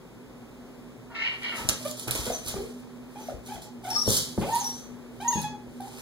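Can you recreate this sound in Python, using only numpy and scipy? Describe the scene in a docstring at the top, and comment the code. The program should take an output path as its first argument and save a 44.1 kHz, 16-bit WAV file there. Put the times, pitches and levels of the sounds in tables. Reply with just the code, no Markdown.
"""In a bare, lively room with a hardwood floor, a puppy yips and whistles through its nose at a cat.
The yips are short, rough tones shaped by its throat; the whistles are thin and very high. The cat
hisses once from the hall, pushing air and a hoarse buzz through its open mouth. Paws skid, claws tick
and the puppy's body thumps on the boards, while an appliance hums. A phone picks it all up through
two microphone ports (small holes) and steers them into a left and a right beam."""
import sys
import numpy as np
from scipy import signal
from scipy.fft import rfft, irfft, next_fast_len
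from scipy.io import wavfile
from scipy.ndimage import map_coordinates

SR = 44100
rng = np.random.default_rng(int(sys.argv[2]) if len(sys.argv) > 2 else 0)


def store_wav(level_fs):
    """Save 16-bit WAV to argv[1]."""
    pcm = np.round(np.clip(np.atleast_2d(level_fs), -1, 1) * 32767)
    wavfile.write(sys.argv[1], SR, pcm.T.astype(np.int16))


N = 265046

# The puppy's yips. A peak_share of 0.3 means the swell tops out 30% of the way through.
# start_s, length_s, first_hz, last_hz, glide_s, level_db, peak_share, tilt_db_per_octave, roughness
PUPPY_YIPS = [(1.805, 0.027, 620, 620, .05, -46.5, 0.3, -21, 0.1),
              (1.848, 0.034, 575, 627, 0.023, -37, 0.38, -7.5, 0.27),
              (2.262, 0.04, 495.4, 510, 0.045, -34.5, .25, -11.5, 0.4),
              (2.3, 0.026, 654, 590, .05, -36, 0.12, -12, 0.44),
              (2.343, 0.036, 628, 655, .05, -44.5, 0.74, -22, .3),
              (2.555, 0.031, 399.6, 385, .05, -34.5, 0.49, -10.5, 0.27),
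              (2.589, 0.039, 404.8, 412, .05, -38, 0.45, -18, 0.44),
              (3.156, 0.084, 821, 870, .05, -45.5, .05, -10, 0.26),
              (3.275, 0.05, 748, 586, .03, -48, 0.1, -16, .9),
              (3.477, 0.036, 731, 810, .025, -42, 0.5, -6.5, .5),
              (3.51, 0.029, 821, 852, .02, -36, .45, -11, 0.26),
              (3.546, 0.051, 794, 603, .05, -44, 0.25, -10, 0.61),
              (3.65, 0.065, 829, 856, .05, -54, 0.52, -20, 0.2),
              (3.836, 0.036, 771, 660, .025, -38.5, 0.58, -8.5, 0.46),
              (3.867, 0.029, 720, 834, .015, -33.5, .55, -9, .35),
              (3.897, .055, 850, 885, .04, -44.5, 0.43, -11, 0.78),
              (3.957, 0.0446, 1215, 1240, .05, -38.5, 0.3, -39, 0.18),
              (4.411, .052, 330, 660, .2, -35, .7, -5, .3), (4.46, 0.048, 649, 890, .035, -36, .65, -9, .4),
              (4.505, 0.085, 886, 955.5, .03, -27, 0.37, -15, .22),
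              (4.604, 0.088, 819, 816, .05, -42.5, 0.17, -27, 0.47),
              (5.2, .047, 754, 925, 0.045, -37, 0.47, -6.5, .18),
              (5.243, 0.056, 914, 958, .015, -30, 0.38, -11.5, 0.23),
              (5.297, .026, 948, 1003, 0.02, -36, 0.68, -11, 0.48),
              (5.322, 0.031, 990, 845, .02, -33, .3, -6, .3),
              (5.35, 0.082, 844, 838.5, .015, -41, 0.3, -3.5, 0.11),
              (5.434, 0.066, 843.3, 843, .05, -34, 0.16, -6.5, 0.09),
              (5.53, 0.044, 830, 826.3, .05, -47.5, .4, -8.5, 0.01),
              (5.8, 0.044, 779, 805, 0.045, -38, 0.19, -18.5, 0),
              (5.852, 0.032, 820, 828, .05, -46, 0.72, -24, 0.36)]
# How the throat favours some overtones: frequency_hz, gain_db
THROAT_SHAPE = [(300, -1.5), (900, 4), (1700, -2), (2450, 11), (2850, 10.5), (3400, 10), (4200, 3),
                (5200, 3), (5850, 14), (6600, 4), (10000, -22)]
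# Nose whistles: start_s, length_s, first_hz, last_hz, glide_s, level_db, peak_share, octave_gain_db
NOSE_WHISTLES = [(2.322, 0.087, 6200, 6080, .02, -32.5, 0.079, -22),
                 (3.195, 0.026, 6130, 6100, .02, -53, 0.77, -28),
                 (3.224, 0.09, 6040, 5900, .03, -52, .55, -9),
                 (3.901, 0.032, 5720, 5400, .014, -27, 0.39, -29),
                 (3.93, 0.061, 5354, 5410, .03, -25, 0.65, -29),
                 (3.979, 0.1, 5660, 5540, .09, -24, 0.45, -27),
                 (4.524, 0.027, 6530, 6650, .015, -36, 0.81, -23),
                 (4.589, 0.018, 6690, 6680, .03, -36, 0.4, -31),
                 (4.6, 0.036, 6650, 5780, .016, -30.5, 0.45, -31),
                 (4.643, 0.078, 5740, 5700, .02, -30, 0.49, -15.5),
                 (4.724, 0.16, 5930, 6095, 0.033, -42, 0.33, -26),
                 (5.278, 0.065, 6600, 6540, .008, -22, 0.25, -27),
                 (5.335, .095, 6545, 6530, .03, -31, 0.1, -27.5)]
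# The puffs that make up one hiss. The last three columns are relative to the main band near 2.3 kHz.
# start_s, length_s, pitch_hz, level_db, peak_share, low_db, mid_db, high_db
HISS_PUFFS = [(1.093, 0.076, 462.4, -67.5, 0.55, 15, -3, 1), (1.141, 0.052, 440, -44, 0.4, -5, 0.5, -2),
              (1.174, 0.0668, 444.8, -36, 0.76, -15.5, -5, -8.5),
              (1.226, 0.079, 472.6, -34, 0.51, -17, -9, -9.5), (1.302, 0.075, 460, -48, 0.28, -4.5, -6, -2),
              (1.409, 0.083, 471, -42.5, .6, -9, -1, 1.5), (1.468, 0.051, 476, -47, 0.63, -5, -2, 5),
              (1.511, 0.063, 452, -45.5, 0.26, 1, 3.5, -3), (1.566, .075, 440, -59, 0.45, 13, -4, 3)]
# Where the cat's open mouth rings at a pitch of 462 Hz: frequency_hz, width_hz, gain_db
MOUTH_RESONANCES = [(955, 93, 3), (1376, 160, 9.5), (1926, 127, 10.5), (2213, 108, 18), (2836, 95, 17),
                    (3220, 300, 9.5), (4180, 500, -2)]
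# Pads and fur sliding on wood, rising 30 dB in rise_s and falling 60 dB in fall_s:
# peak_s, rise_s, fizz_db, fall_s, rub_over_fizz_db
PAW_SKIDS = [(1.446, 0.44, -56.5, 4, -3), (1.572, 0.07, -42.5, 0.57, -1), (1.695, 0.008, -24, 0.02, -7.5),
             (1.71, 0.17, -43, 0.5, -16), (1.835, 0.24, -49, 0, -6), (1.88, 0.1648, -39.5, 0.03, -10.5),
             (1.915, 0.14, -38, 0, -20), (2.0, 0.16, -44, 0.1, -9.5), (2.035, 0.3, -44, 0.2, -25),
             (2.081, 0, -38.5, 0.1, 1.5), (2.116, 0.01, -33, 0.25, -11.5), (2.159, 0.03, -36, 0.38, -5.5),
             (2.2, 0.12, -38.5, 0.54, -25), (2.26, 0.09, -41, 0.47, -5), (2.345, 0.17, -43, 0.17, -6),
             (2.487, 0.08, -33, 0.09, -29), (2.49, 0.17, -41.5, 0.78, -7.5), (3.2, 0.2, -55, 0.8, -6),
             (3.29, 0.3, -55, 0.3, -2.5), (3.474, 0.06, -49, 0.6, -6), (3.54, 0.06, -47.5, 0.16, -24),
             (3.62, -0.01, -47, 0.23, -11), (3.842, 0.008, -50, 0.6, -6), (3.905, 0.08, -44, 0.5, -4),
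             (3.978, 0.07, -38.5, 0.1, -24), (4.1, 0.0515, -23.5, .5, -18),
             (4.175, 0.23, -26, -0.02, -22.5), (4.395, 0.04, -50, 0.6, -4.5), (4.53, 0.3, -41, 0.3, -12),
             (4.557, 0, -36, 0.45, -9), (4.68, 0.3, -45, .45, -17), (4.8, 0.3, -54, .25, -17),
             (5.215, 0.02, -50, 0.6, -12), (5.34, 0.25, -46, 0.35, -12), (5.43, .2, -44, 0.16, -8.5),
             (5.808, 0.008, -56, 0.9, -2), (6.0, 0.45, -49, 3, -7)]
# A skid's bright fizz and its lower rub: frequency_hz, level_db
FIZZ_SHAPE = [(1500, -138), (3000, -2), (4500, 0.5), (7000, 3), (10000, -5), (13000, -9.5), (16000, -17)]
RUB_SHAPE = [(40, -28), (100, -1), (300, -8), (1000, -4.5), (2500, -3.5), (5000, -15.5), (9000, -24)]
# Nails striking the floor: start_s, level_db, ring_db (near 6.5 kHz)
CLAW_TICKS = [(1.433, -36, 8), (1.5703, -30, 9), (1.6894, -1.5, 12), (1.8295, -33, 5), (1.853, -29, 2),
              (1.882, -27, -1), (1.912, -22, 9), (1.997, -23, 0), (2.0777, -24, 3), (2.081, -25, 0),
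              (2.109, -20, -6), (2.1102, -12, -6), (2.113, -22, 4.5), (2.1245, -26, 11), (2.152, -17, 7),
              (2.157, -21, 9), (2.1595, -21, 2), (2.1635, -23, 2), (2.323, -32, 0), (2.483, -22, -2),
              (2.492, -24, 3), (3.461, -43, 0), (3.8373, -52, 5), (3.8693, -40, 3), (3.904, -24.5, 5),
              (4.089, -13, 11), (4.105, -8.5, 12), (4.549, -22, 0), (4.555, -18, -3), (4.561, -21, 0),
              (5.418, -27, -2), (5.807, -36, -4)]
# The body hitting the floor: start_s, level_db, boom_db, softness, decay_s (to fall 60 dB)
BODY_THUMPS = [(1.601, -39.5, -10, 1.5, 0.088), (1.648, -30.5, -16.5, 1.46, 0.047),
               (1.689, -33, -15, 0.53, 0.022), (2.074, -31, -39, 0.6, 0.1), (2.099, -39, -10, 2.6, 0.069),
               (2.152, -33.5, -15, 0.2, 0.076), (2.189, -34, 8, 0.89, 0.022), (2.218, -48, -17, 1.3, 0.13),
               (2.268, -30, -36.5, 0.3, 0.09), (2.306, -40, 6, 0.51, 0.027), (2.458, -39.5, 0, 1.3, 0.065),
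               (2.486, -46, 1.5, 1.24, 0.039), (2.541, -32, -17, 0.35, 0.044),
               (2.58, -35.5, -10, 1.9, 0.043), (3.34, -39, 11, 2.8, 0.073), (3.549, -41.5, -13, 1.2, 0.07),
               (4.063, -35, -33, 0.34, 0.05), (4.077, -19, -40, 1.67, 0.058), (4.096, -28, -30, 3.2, 0.084),
               (4.128, -34, -26, 2.4, 0.05), (4.378, -21.5, -21, 1.1, 0.098), (4.421, -35, -35, 0.91, 0.11),
               (5.354, -25, -39, 1.6, 0.032), (5.366, -26, -30, 3.2, 0.09), (5.399, -41, -14, 1.9, 0.046),
               (5.664, -43.5, -11, 0.98, 0.058)]
# Where the floorboards ring: frequency_hz, width_hz, gain_db
BOARD_RESONANCES = [(152, 60, 1.5), (254, 63, -3), (460, 214, -4.5), (920, 620, -33)]
# The appliance's tones: pitch_hz, width_hz, level_db
HUM_TONES = [(121.23, 4.7, -75), (244.67, 8.4, -67), (381.5, 25, -78)]
# How the hum grows louder: time_s, gain_db
HUM_RISE = [(0, 8.5), (1.5, 13.5), (3, 15.5), (4.5, 16.5), (6, 17.5)]
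# The room's soft background noise: frequency_hz, level_db
AIR_SHAPE = [(15, -71), (25, -16), (53, -4.5), (87, -18), (114, -6), (212, -8.5), (249, -0.5), (277, -10),
             (394, -10.5), (451, -10), (641, -17.5), (1020, -19.5), (3250, -27), (16000, -36)]
# How long the room rings: frequency_hz, decay_s (to fall 60 dB)
ROOM_DECAY = [(100, 0.43), (1000, 0.39), (5000, 0.38), (14000, 0.12)]
# How much louder the left port is than the right: frequency_hz, difference_db
PORT_BALANCE = [(60, 2), (250, 1.5), (4500, -1.5), (5800, 5.5), (7500, 0.5), (10000, -10.5), (13000, -10.5),
                (16000, -14)]
# How much of the other port each beam takes away: frequency_hz, share
BEAM_SHARE = [(100, 0.8), (3000, 0.75), (4500, 0.18), (8000, 0.37), (11000, 0.03), (15000, 0.18)]

PORT_S = 16 / SR  # time sound takes to travel between the ports


def puppy_yips():
    """The voice makes ten overtones on an unsteady pitch; the throat shapes them, breath blurs them."""
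    out = np.zeros(N)
    dulling_db, flutter_size_db = 5, 3.5  # brightness lost per octave by the end; tremble in level
    for start, length, first_hz, last_hz, glide_s, db, peak, tilt_db, rough in PUPPY_YIPS:
        progress, gate = span(length, fade_s=0.0035)
        size = len(progress)
        hz = glide(progress, length, first_hz, last_hz, glide_s)
        jitter = .07 * rough * wobble(140, size)
        phase = phase_of(hz * (1 + jitter))
        tone = np.zeros(size)
        for k in range(1, 11):
            rolloff_db = (tilt_db - dulling_db * progress) * np.log2(k)
            throat_db = along(THROAT_SHAPE, k * hz) - along(THROAT_SHAPE, hz)
            shimmer_db = 11 * rough * wobble(170, size)
            tone += amp(rolloff_db + throat_db + shimmer_db) * np.sin(k * phase)
        breath = amp(-17) * rough * (1 + np.cos(phase)) * rng.standard_normal(size)
        flutter_db = flutter_size_db * wobble(37.4, size)
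        level_db = db + arch(progress, peak, swell_db=9.5, sag_db=13) + flutter_db - flutter_db.mean()
        add(out, start, gate * amp(level_db) * (tone + breath))
    return out


def nose_whistles():
    """Air through the nose makes a thin, wavering tone and its octave, with breath rushing round it."""
    out = np.zeros(N)
    for start, length, first_hz, last_hz, glide_s, db, peak, octave_db in NOSE_WHISTLES:
        progress, gate = span(length, fade_s=0.0025)
        size = len(progress)
        hz = glide(progress, length, first_hz, last_hz, glide_s)
        jitter = .005 * wobble(70, size) + .004 * wobble(250, size)
        phase = phase_of(hz * (1 + jitter))
        level = amp(db + arch(progress, peak, swell_db=0.5, sag_db=16.5) + 3.2 * wobble(90, size))
        breath = amp(-10) * wobble(1400, size)
        tone = (1 + breath) * np.sin(phase) + amp(octave_db) * np.sin(2 * phase)
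        add(out, start, gate * level * tone)
    return out


def cat_hiss():
    """Rushing air and a hoarse buzz ring in the mouth; the moving jaw colours each puff differently."""
    out = np.zeros(N)
    mouth, broad = resonances(MOUTH_RESONANCES), resonances([(2200, 7700, 0.22)])
    below = lambda f, edge_hz: 1 / (1 + (f / edge_hz) ** 16)
    bands = lambda f: [below(f, 1720), below(f, 2160) - below(f, 1700),
                       below(f, 2940) - below(f, 2200), 1 - below(f, 3010)]
    for start, length, hz, db, peak, low_db, mid_db, high_db in HISS_PUFFS:
        progress, gate = span(length, fade_s=0.013)
        size = len(progress)
        phase = phase_of(hz * (1 + .02 * wobble(90, size)))
        buzz = unit(sum(amp(3 * wobble(120, size)) * np.sin(k * phase) for k in range(3, 8)))
        rush = amp(2.2 * wobble(150, size)) * rng.standard_normal(size)
        tilt_db = -14 * (start - HISS_PUFFS[0][0])  # per octave: each band darkens as the jaw closes
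        darken = lambda f: amp(tilt_db * np.log2(f / 2000 + .1)) / (1 + (f / 6000) ** 8)
        colour = lambda f: (mouth(f * 462 / hz) + broad(f)) * darken(f)  # ringing follows the pitch
        low, mid, main, high = filtered(rush + amp(-10) * buzz, lambda f: colour(f) * bands(f))
        puff = unit(main) + amp(low_db) * unit(low) + amp(mid_db) * unit(mid) + amp(high_db) * unit(high)
        level = amp(db + arch(progress, peak, swell_db=7, sag_db=15))
        add(out, start, gate * level * puff)
    return out


def paw_skids():
    """Pads and fur drag over the boards, making grainy noise that swells and dies away."""
    out, t = np.zeros(N), np.arange(0, N, 16) / SR
    peak_s, rise_s, fizz_db, fall_s, rub_db = np.transpose(PAW_SKIDS)[..., None]
    drag_db = fizz_db + np.minimum(30 * (t - peak_s) / abs(rise_s), -60 * (t - peak_s) / abs(fall_s))
    for shape, db in ((FIZZ_SHAPE, drag_db), (RUB_SHAPE, drag_db + rub_db)):
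        all_skids = np.linalg.norm(amp(db), axis=0)
        level = np.interp(np.arange(N) / SR, t, all_skids)
        grain = amp(2.2 * wobble(300, N) + 1.2 * wobble(40, N)) * rng.standard_normal(N)
        out += level * unit(filtered(grain, lambda f: amp(along(shape, f))))
    return out


def claw_ticks():
    """Each nail digs in and lets go with a bright crack."""
    out, t = np.zeros(N), np.arange(SR // 20) / SR
    decay_s = 0.0042
    for start, db, ring_db in CLAW_TICKS:
        nail = resonances([(4040, 3000, 0.61), (6520, 1350, ring_db),
                           (9800, 6000, 1.9), (12400, 4000, 0.5)])
        scratch = rng.standard_normal(len(t)) * t * amp(-60 * t / decay_s)
        scratch[0] = 1.2 * np.linalg.norm(scratch)  # the nail's first tap
        crack = filtered(scratch, lambda f: nail(f) * 1j * f / (1500 + 1j * f))
        add(out, start, amp(db) * crack / np.abs(crack).max())
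    return out


def body_thumps():
    """A blow and a soft puff of noise shake the floorboards and the joists that hold them up."""
    out, t = np.zeros(N), np.arange(SR // 4) / SR
    for start, db, boom_db, softness, decay_s in BODY_THUMPS:
        puff = rng.standard_normal(len(t)) * amp(-60 * t / abs(decay_s))
        puff[0] = 0.79 * np.linalg.norm(puff)  # the opening blow
        joists = (56, 35, 12 + boom_db)
        floor = resonances([joists, *BOARD_RESONANCES])
        thud = filtered(puff, lambda f: floor(f) / (1 + 1j * f / 250) ** softness)  # soft pads dull it
        add(out, start, amp(db) * thud / np.abs(thud).max())
    return out


def appliance_hum():
    """Three narrow bands of noise make a low, wavering hum that slowly grows."""
    hum = np.zeros((2, N))
    for hz, width_hz, db in HUM_TONES:
        ring = resonances([(hz, width_hz, 0)])
        hum += amp(db) * unit(filtered(rng.standard_normal((2, N)), lambda f: ring(f) ** 2))
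    rise_db = np.interp(np.arange(N) / SR, *np.transpose(HUM_RISE))
    return amp(rise_db) * hum


def room_air():
    """A soft, low rush of air whose level drifts a little."""
    air = unit(filtered(rng.standard_normal((2, N)), lambda f: amp(along(AIR_SHAPE, f))))
    return amp(-51 + 0.84 * wobble(2.2, N)) * air


def in_room(x, lag, reverb_db):
    """x reaches the left port lag * PORT_S after the right, with a wall echo and the room's ringing."""
    hz, t, noise = signal.stft(rng.standard_normal((2, SR * 3 // 4)), SR, nperseg=256)
    fade = amp(-60 * t / along(ROOM_DECAY, hz)[:, None])
    tail = signal.istft(noise * fade, SR, nperseg=256)[1]
    tail = from_all_sides(np.pad(tail, ((0, 0), (200, 0))))
    reverb = signal.fftconvolve(x[None], tail / np.linalg.norm(tail[0]), axes=1)[:, :N]
    side = np.array([[1], [-1]])  # left, right
    wall_echo = lambda f: 1 + .28 * delay(f, .0033)
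    direct = filtered(x, lambda f: delay(f, side * lag * PORT_S / 2) * wall_echo(f))
    balance = lambda f: amp(along(PORT_BALANCE, f) * (side - .6) / 2)
    return filtered(direct + amp(reverb_db) * reverb, balance)


def from_all_sides(pair):
    """Blends two unrelated signals as the ports hear sound from all round: most alike in the bass."""
    angle = lambda f: np.arccos(np.sinc(2 * f * PORT_S)) / 2
    mid, side = filtered(pair, lambda f: np.array([np.cos(angle(f)), np.sin(angle(f))]))
    return np.array([mid + side, mid - side])


def span(length, fade_s):
    """Progress from 0 to 1 through a call, and a gate that fades it in and out."""
    progress = np.arange(round(length * SR)) / (length * SR)
    return progress, np.clip(np.minimum(progress, 1 - progress) * length / fade_s, 0, 1)


def arch(progress, peak, swell_db, sag_db):
    """A level in dB that swells to 0 at the peak and sags after it."""
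    return np.interp(progress, [0, np.clip(peak, .01, .99), 1], [-swell_db, 0, -sag_db])


def glide(progress, length, first_hz, last_hz, glide_s):
    """A pitch that leaves its first value and settles on the last."""
    to_go = np.exp(-(progress * length / glide_s) ** 1.6)
    return last_hz + (first_hz - last_hz) * (to_go - to_go[-1]) / (1 - to_go[-1])


def phase_of(hz):
    """The running angle of a wave whose pitch changes."""
    return 2 * np.pi * np.cumsum(hz) / SR


def wobble(rate, size):
    """A smooth random curve through rate points a second."""
    return map_coordinates(rng.standard_normal(int(size * rate / SR) + 4), [np.arange(size) * rate / SR])


def resonances(table):
    """A filter that rings at each row of frequency_hz, width_hz, gain_db."""
    return lambda f: sum((-1) ** k * amp(db) * 1j * f * width / (hz * hz - f * f + 1j * f * width)
                         for k, (hz, width, db) in enumerate(table))


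def delay(f, seconds):
    """A filter that makes a sound arrive later."""
    return np.exp(-2j * np.pi * f * seconds)


def filtered(x, response):
    """Multiplies each frequency f in x by response(f)."""
    size = next_fast_len(x.shape[-1] + SR // 2)
    return irfft(rfft(x, size) * response(np.fft.rfftfreq(size, 1 / SR)), size)[..., :x.shape[-1]]


def along(points, hz):
    """Reads between the rows of a frequency table, with octaves evenly spaced."""
    frequencies, values = np.transpose(points)
    return np.interp(np.log(hz + 1), np.log(frequencies + 1), values)


def amp(db):
    """Turns decibels into a multiplier."""
    return 10 ** (np.asarray(db) / 20)


def unit(x):
    """Scales x to an average power of 1."""
    return x / np.sqrt(np.mean(np.abs(x) ** 2) + 1e-20)


def add(track, start_s, x):
    """Mixes x into the track at start_s."""
    part = track[round(start_s * SR):][:len(x)]
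    part += x[:len(part)]


def scene():
    """Everything as it reaches the two ports."""
    cat = in_room(cat_hiss(), lag=0.22, reverb_db=1.5)
    thumps = amp(1.5) * in_room(body_thumps(), lag=0.23, reverb_db=-4)
    claws = in_room(claw_ticks(), lag=0.763, reverb_db=-11.5)
    yips = in_room(puppy_yips(), lag=0.11, reverb_db=-3.5)
    whistles = in_room(nose_whistles(), lag=0.11, reverb_db=-4)
    skids = in_room(paw_skids(), lag=0.608, reverb_db=-2)
    background = from_all_sides(room_air() + appliance_hum())
    return yips + whistles + cat + skids + claws + thumps + background


def record(dry):
    """Each beam is one port minus the delayed other; the lost bass is lifted and the very top cut."""
    top_hz = 15800
    other_port = filtered(dry[::-1], lambda f: along(BEAM_SHARE, f) * delay(f, PORT_S))
    bass_lift = lambda f: (1j * f + 900) / (1j * f + 200)
    return filtered(dry - other_port, lambda f: 0.89 * bass_lift(f) * (f < top_hz))


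dry = scene()
out = record(dry)
store_wav(out)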